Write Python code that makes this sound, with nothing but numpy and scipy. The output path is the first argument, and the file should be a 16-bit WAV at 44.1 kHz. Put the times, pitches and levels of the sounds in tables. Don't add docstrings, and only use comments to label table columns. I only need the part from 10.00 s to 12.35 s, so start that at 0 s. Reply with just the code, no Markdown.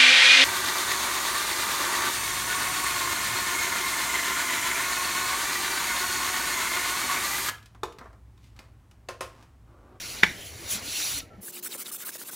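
import sys
import numpy as np
from scipy import signal
from scipy.io import wavfile
from scipy.ndimage import uniform_filter1d

SR = 44100
rng = np.random.default_rng(int(sys.argv[2]) if len(sys.argv) > 2 else 0)


def bounce(signal):
    frames = np.transpose(np.atleast_2d(signal))
    limited = np.clip(frames, -1, 1)
    pcm = np.round(limited * 32767).astype(np.int16)
    wavfile.write(sys.argv[1], SR, pcm)


N = 103635
SHUTTLE_FROM_S, CROSSFADE_S = 1.42, 0.027

# t/s, body level/dB, fizz level/dB
DRAG_LEVELS = [(0, -40.5, -39), (.13, -40.5, -36.5), (.2, -41, -42), (.228, -45.5, -45), (.25, -37.5, -43),
               (.36, -50, -45.5), (.47, -48, -39.5), (.54, -49, -46), (.62, -48.5, -42.5),
               (.68, -41.5, -39.5), (.71, -36, -24), (.735, -34.5, -24.5), (.77, -36.5, -34),
               (.81, -46, -43), (.86, -39, -35), (.9, -37.5, -34.5), (.96, -33, -29), (1.06, -32.5, -28),
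               (1.191, -36.5, -30.5), (1.205, -36, -43), (1.217, -52, -46), (1.28, -66.5, -66.5),
               (1.31, -73, -76), (1.42, -73.5, -73)]
# f/Hz, width/Hz, lift/dB
PAPER_PEAKS = [(1450, 120, 6.5), (2250, 250, 4), (2850, 230, 3.5), (4200, 850, 3.5), (5800, 460, 8)]
# start/s, end/s, hiss level/dB, scrape level/dB, place of top speed/0-1
QUICK_STROKES = [(1.383, 1.515, -37.5, -55.5, 0.68), (1.521, 1.603, -37.5, -47.5, 0.61),
                 (1.625, 1.684, -31.5, -46, 0.47), (1.685, 1.769, -37, -47.5, 0.7),
                 (1.774, 1.836, -34, -47, 0.55), (1.843, 1.909, -38, -47.5, 0.66),
                 (1.915, 1.973, -32, -52.5, 0.36), (1.974, 2.042, -35.5, -47.5, 0.7),
                 (2.047, 2.11, -32.5, -48, 0.54), (2.112, 2.173, -38, -46.5, 0.67),
                 (2.177, 2.241, -36.5, -49, 0.6), (2.241, 2.304, -38.5, -48, 0.69),
                 (2.307, 2.375, -36.5, -51.5, 0.54)]
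# f/Hz, relative level/dB
BODY_SPECTRUM = [(300, -14), (900, -12), (1600, -10), (2300, -3), (4300, -1), (5800, -6), (7500, -10),
                 (10000, -22.5)]
FIZZ_SPECTRUM = [(3000, -37), (6000, -7.5), (8000, -3.5), (10000, -5.5), (13000, -11.5), (16000, -3)]
HISS_SPECTRUM = [(3000, -22), (6500, -9), (7600, -3), (10000, -1), (12000, -3), (14000, -2.5), (16000, 0.5)]
SCRAPE_SPECTRUM = [(500, -15), (900, -9.5), (1500, -2.5), (2500, -1.5), (4000, -0.5), (6500, -1.5),
                   (9000, -11.5)]
# t/s, gain/dB
KNOCK_HITS = [(0.232, -2), (0.264, -25)]
# f/Hz, relative level/dB, t60/s
TUBE_MODES = [(184.4, -10.5, 0.062), (376, -9, 0.027), (886, -14.5, 0.064), (1330, -7.5, 0.04),
              (1570, -17, 0.065), (1745, -6, 0.085), (1935, -32, .07), (2103, -28, 0.35), (2253, -10, 0.1),
              (2390, 2.5, 0.024), (3120, -10, 0.027), (3520, -11, 0.033), (4560, -33, 0.12),
              (5400, -14, .03)]
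# f/Hz, relative level/dB
SPLASH_SPECTRUM = [(200, -21), (700, -4), (1100, -4), (2000, 1), (3000, -0.5), (4500, -10), (7000, -19.5),
                   (12000, -31.5)]
SNAP_SPECTRUM = [(2000, -16), (3300, 9), (5500, -8.5), (9000, -18.5), (16000, -22)]
# f/Hz, t60/s
GARAGE_DECAY = [(200, 0.61), (1000, 0.31), (2000, 0.39), (4000, .25), (10000, 0.29)]
# start/s, length/s, level/dB, first f/Hz, last f/Hz, width/Hz
SQUELCH_NOTES = [(1.477, 0.016, -45.5, 1690, 1580, 300), (1.567, 0.013, -47.5, 2520, 2480, 300),
                 (1.658, .022, -44, 1505, 1480, 250), (1.712, .03, -40, 4600, 2995, 900),
                 (1.738, 0.0095, -42.5, 2470, 2210, 400), (1.748, 0.006, -40, 1500, 1490, 300),
                 (1.752, .016, -43, 556, 574, 90), (1.784, 0.047, -53.5, 1230, 1610, 200),
                 (1.856, 0.022, -39.5, 4024, 3500, 600), (1.877, 0.012, -49, 547, 545, 100),
                 (1.99, 0.035, -52, 4330, 1600, 900), (2.127, 0.029, -58, 4200, 1970, 900),
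                 (1.944, 0.012, -49, 1305, 1260, 250), (2.329, .012, -47, 1020, 1060, 200),
                 (1.88, 0.018, -49, 1310, 1680, 400), (1.909, 0.019, -48.5, 1190, 1180, 150),
                 (1.961, 0.013, -49.5, 3540, 3500, 150), (2.028, 0.026, -46.5, 1430, 1470, 100),
                 (2.082, 0.0053, -40, 2060, 2060, 500), (2.0905, 0.0054, -35, 1730, 1570, 400),
                 (2.091, 0.0044, -45, 4240, 4200, 800), (2.067, 0.025, -47, 1210, 1410, 400),
                 (2.148, 0.013, -44.5, 2040, 1450, 520), (2.29, 0.011, -49.5, 610, 600, 150),
                 (2.152, .014, -46.5, 600, 570, 120), (2.213, .009, -44.5, 1460, 1460, 250),
                 (2.285, 0.029, -45.5, 1600, 1450, 350)]
RASP_NOTES = [(.35, 0.2, -48.5, 3120, 3050, 250), (.87, 0.21, -41, 4094, 4380, 400),
              (.98, 0.19, -44, 5800, 5880, 300)]
FAINT_NOTES = [(0.59, 0.11, -51.5, 342, 317, 25), (0.709, 0.098, -45, 188, 225, 68),
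               (0.844, 0.075, -47.5, 266, 327, 75), (0.95, 0.12, -52.5, 327, 287, 28),
               (1.136, 0.13, -51.5, 278.3, 280, 30), (1.211, 0.052, -57, 1330, 1314, 30),
               (1.297, .085, -58, 1354, 1320, 20), (1.38, 0.045, -46.5, 195, 190, 20)]
HUM_NOTE = (1.13, 1.45, -58.5, 355, 353.5, 3.5)
# f/Hz, relative level/dB
RUSTLE_SPECTRUM = [(150, -20.5), (400, -3.5), (900, 0.5), (1500, 0.5), (2200, 5), (3500, -16)]
RUMBLE_SPECTRUM = [(15, -34), (30, -18.5), (63, -2), (92, 0.5), (140, -13), (342, -14.5), (662, -17),
                   (1200, -39.5), (2500, -37), (7000, -52.5), (16000, -81.5)]
HUM_SPECTRUM = [(30, -50), (130, -8), (240, 1.5), (350, -2.5), (450, -1.5), (700, -12.5), (1000, -9),
                (2000, -27)]
# t/s, level/dB
RUSTLE_LEVELS = [(0, -52), (.2, -49.5), (.35, -53.5), (.47, -56.5), (.62, -49), (.73, -44), (.82, -47),
                 (.96, -57), (1.19, -53), (1.22, -62.5), (1.42, -63.5)]
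# t/s, relative level/dB
RUMBLE_LEVELS = [(0, 0), (.19, 2.5), (.3, 5), (.47, -2), (.6, -1), (.72, 2), (.9, 2), (.98, -7.5),
                 (1.1, -0.5), (1.42, -0.5)]
# f/Hz, gain/dB
DRAG_SIDE = [(60, -11.5), (300, -10), (700, -3), (1500, 1), (2100, -32), (6500, -66), (8000, -19),
             (16000, -18)]
SHUTTLE_SIDE = [(60, -22), (300, -15.5), (700, -7), (1500, -19.5), (4500, -29.5), (6000, 1), (8000, -23),
                (16000, -12.5)]
KNOCK_SIDE = [(60, -15), (200, -6), (600, -2), (1200, 1.5), (2500, -10.5), (4500, -16), (16000, -12)]


def drag():
    body = envelope(DRAG_LEVELS) * grit(BODY_SPECTRUM, grain_db=1.8, patch_db=2.7, peaks=PAPER_PEAKS)
    fizz = envelope(DRAG_LEVELS, column=2) * grit(FIZZ_SPECTRUM, grain_db=1.1, patch_db=1.2)
    return body + fizz


def shuttle(linger_s=0.011, linger_db=-26.5, floor_db=-60.5):
    drive = np.zeros((2, N))
    for start_s, end_s, hiss_db, scrape_db, top in QUICK_STROKES:
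        skew = np.log(.5) / np.log(np.clip(top, .1, .9))
        progress = np.linspace(0, 1, round((end_s - start_s) * SR)) ** skew
        speed = abs(np.sin(np.pi * progress)) ** 0.46
        add(drive[0], start_s, gain_of(hiss_db) * speed)
        add(drive[1], start_s, gain_of(scrape_db) * speed)
    pole = np.exp(-1 / (linger_s * SR))
    tail = signal.lfilter([1 - pole], [1, -pole], drive)
    hiss_gain, scrape_gain = drive + gain_of(linger_db) * tail + gain_of(floor_db)
    hiss = grit(HISS_SPECTRUM, grain_db=0.95, patch_db=4.0)
    scrape = grit(SCRAPE_SPECTRUM, grain_db=2.9, patch_db=3.7) + wet_ticks()
    return hiss_gain * hiss + scrape_gain * scrape


def knocks(rise_s=.0028, crack_hz=1950, crack_s=.001, splash_t60_s=0.057, snap_t60_s=0.018):
    t = np.arange(round(.3 * SR)) / SR
    age_s = t - rise_s
    ring = sum(gain_of(db - 60 * t / t60) * np.sin(2 * np.pi * hz * age_s) for hz, db, t60 in TUBE_MODES)
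    bent_s = age_s + .35 * np.minimum(age_s, 0) ** 2 / (2 * rise_s)
    crack = gain_of(10) * np.cos(2 * np.pi * crack_hz * bent_s) / np.cosh(np.minimum(age_s / crack_s, 30))
    crack *= np.minimum(4 * t / rise_s, 1)
    splash = gain_of(-10.5 - 60 * t / splash_t60_s) * grit(SPLASH_SPECTRUM)[:len(t)]
    snap = gain_of(-17 - 60 * abs(age_s) / snap_t60_s) * grit(SNAP_SPECTRUM)[:len(t)]
    attack = np.sin(np.pi / 2 * np.minimum(t / rise_s, 1)) ** 2
    blow = attack * (0.43 * ring + splash + snap) + 0.28 * crack
    out = np.zeros(N)
    for start_s, db in KNOCK_HITS:
        add(out, start_s, gain_of(db) * blow)
    return out


def squelches():
    return fuzzy_notes(SQUELCH_NOTES, tone_ratio=.45)


def wet_ticks(rate_per_s=300, relative_db=-15, decay_cycles=3.3):
    size_db = 3.7 * np.minimum(rng.exponential(1, N), 4)
    impulses = gain_of(size_db) * (rng.random(N) < rate_per_s / SR)
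    pitch_index = rng.integers(0, 12, N)
    out, t = np.zeros(N), np.arange(90) / SR
    for k, hz in enumerate(np.geomspace(1400, 12000, num=12)):
        tick = np.sin(2 * np.pi * hz * t) * np.exp(-t * hz / decay_cycles)
        out += signal.oaconvolve(impulses * (pitch_index == k), tick)[:N]
    return gain_of(relative_db) * unit_rms(out)


def rasps():
    return fuzzy_notes(RASP_NOTES, tone_ratio=0)


def rustle():
    return envelope(RUSTLE_LEVELS) * grit(RUSTLE_SPECTRUM, grain_db=2.7, patch_db=3.0)


def faint_tones():
    return fuzzy_notes(FAINT_NOTES, tone_ratio=1.3)


def garage_echo(sound, wet_db=-15.5):
    hz, t, bins = signal.stft(rng.standard_normal(SR // 2), SR, nperseg=256)
    decay = gain_of(-60 * t / at_hz(GARAGE_DECAY, hz)[:, None])
    tail = signal.istft(bins * decay, nperseg=256)[1]
    return sound + gain_of(wet_db) * signal.fftconvolve(sound, tail / np.linalg.norm(tail))[:N]


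def rumble(level_db=-49):
    return gain_of(level_db) * envelope(RUMBLE_LEVELS) * grit(RUMBLE_SPECTRUM, patch_db=2.0)


def hum(noise_db=-55):
    return gain_of(noise_db) * grit(HUM_SPECTRUM, patch_db=1.5) + fuzzy_notes([HUM_NOTE], tone_ratio=1.3)


def grit(spectrum, grain_db=0, patch_db=0, peaks=()):
    noise = rng.standard_normal(N)
    size = unit_rms(uniform_filter1d(rng.standard_normal(N), size=24))
    hz, _, bins = signal.stft(noise * gain_of(grain_db * size), SR, nperseg=1024, noverlap=768)
    patches = uniform_filter1d(rng.standard_normal(bins.shape), size=8, axis=0)
    patches = unit_rms(uniform_filter1d(patches, size=5, axis=1))
    lift_db = sum(db / (1 + (2 * (hz - peak_hz) / width_hz) ** 2) for peak_hz, width_hz, db in peaks)
    colour_db = at_hz(spectrum, hz) + lift_db
    bins = bins * gain_of(colour_db[:, None] + patch_db * patches)
    return unit_rms(signal.istft(bins, nperseg=1024, noverlap=768)[1][:N])


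def fuzzy_notes(notes, tone_ratio):
    out = np.zeros(N)
    for start_s, length_s, db, first_hz, last_hz, width_hz in notes:
        progress = np.linspace(0, 1, round(length_s * SR))
        noise = [1, 1j] @ rng.standard_normal((2, 2 * SR))
        wobble = unit_rms(signal.lfilter([1], [1, -np.exp(-np.pi * width_hz / SR)], noise))
        hz = first_hz * (last_hz / first_hz) ** progress
        carrier = np.exp(2j * np.pi * np.cumsum(hz) / SR)
        tone = ((tone_ratio + wobble[-len(progress):]) * carrier).real
        add(out, start_s, gain_of(db) * unit_rms(tone) * np.sin(np.pi * progress ** 0.65))
    return out


def stereo(mono, side_gains, twist, twist_from_hz=6850, turn_hz=3470):
    hz, _, bins = signal.stft(mono, SR, nperseg=512, noverlap=384)
    side = bins * gain_of(at_hz(side_gains, hz))[:, None] * np.exp(2j * np.pi * rng.random(bins.shape))
    turn = np.exp(1j * np.pi * twist * np.maximum(hz - twist_from_hz, 0) / turn_hz)[:, None]
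    channels = np.array([bins * turn + side, bins / turn - side])
    return signal.istft(channels, nperseg=512, noverlap=384)[1][:, :N]


def gain_of(db):
    return 10 ** (np.asarray(db) / 20)


def unit_rms(x):
    return x / np.sqrt(np.mean(abs(x) ** 2) + 1e-20)


def at_hz(table, hz):
    table_hz, values = np.transpose(table)
    return np.interp(np.log(hz + 1), np.log(table_hz + 1), values)


def envelope(levels, column=1):
    columns = np.transpose(levels)
    return gain_of(np.interp(np.arange(N) / SR, columns[0], columns[column]))


def add(mix, start_s, sound):
    part = mix[round(start_s * SR):][:len(sound)]
    part += sound[:len(part)]


def scene():
    slow = drag() + rustle() + rumble() + faint_tones() + rasps()
    slow = stereo(slow, DRAG_SIDE, twist=1) + stereo(garage_echo(knocks()), KNOCK_SIDE, twist=0.93)
    low_cut = signal.butter(4, 97, "high", fs=SR, output="sos")
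    quick = signal.sosfilt(low_cut, shuttle() + squelches() + hum())
    quick = stereo(quick, SHUTTLE_SIDE, twist=0)
    fade = np.clip((np.arange(N) / SR - SHUTTLE_FROM_S) / CROSSFADE_S + .5, 0, 1)
    return slow * (1 - fade) + quick * fade


def record(dry, cutoff_hz=15750):
    limited = dry / (1 + dry ** 8) ** (1 / 8)
    low_pass = signal.firwin(511, cutoff_hz, window=("kaiser", 9), fs=SR)
    return signal.oaconvolve(limited, low_pass[None], "same")


dry = scene()
out = record(dry)
bounce(out)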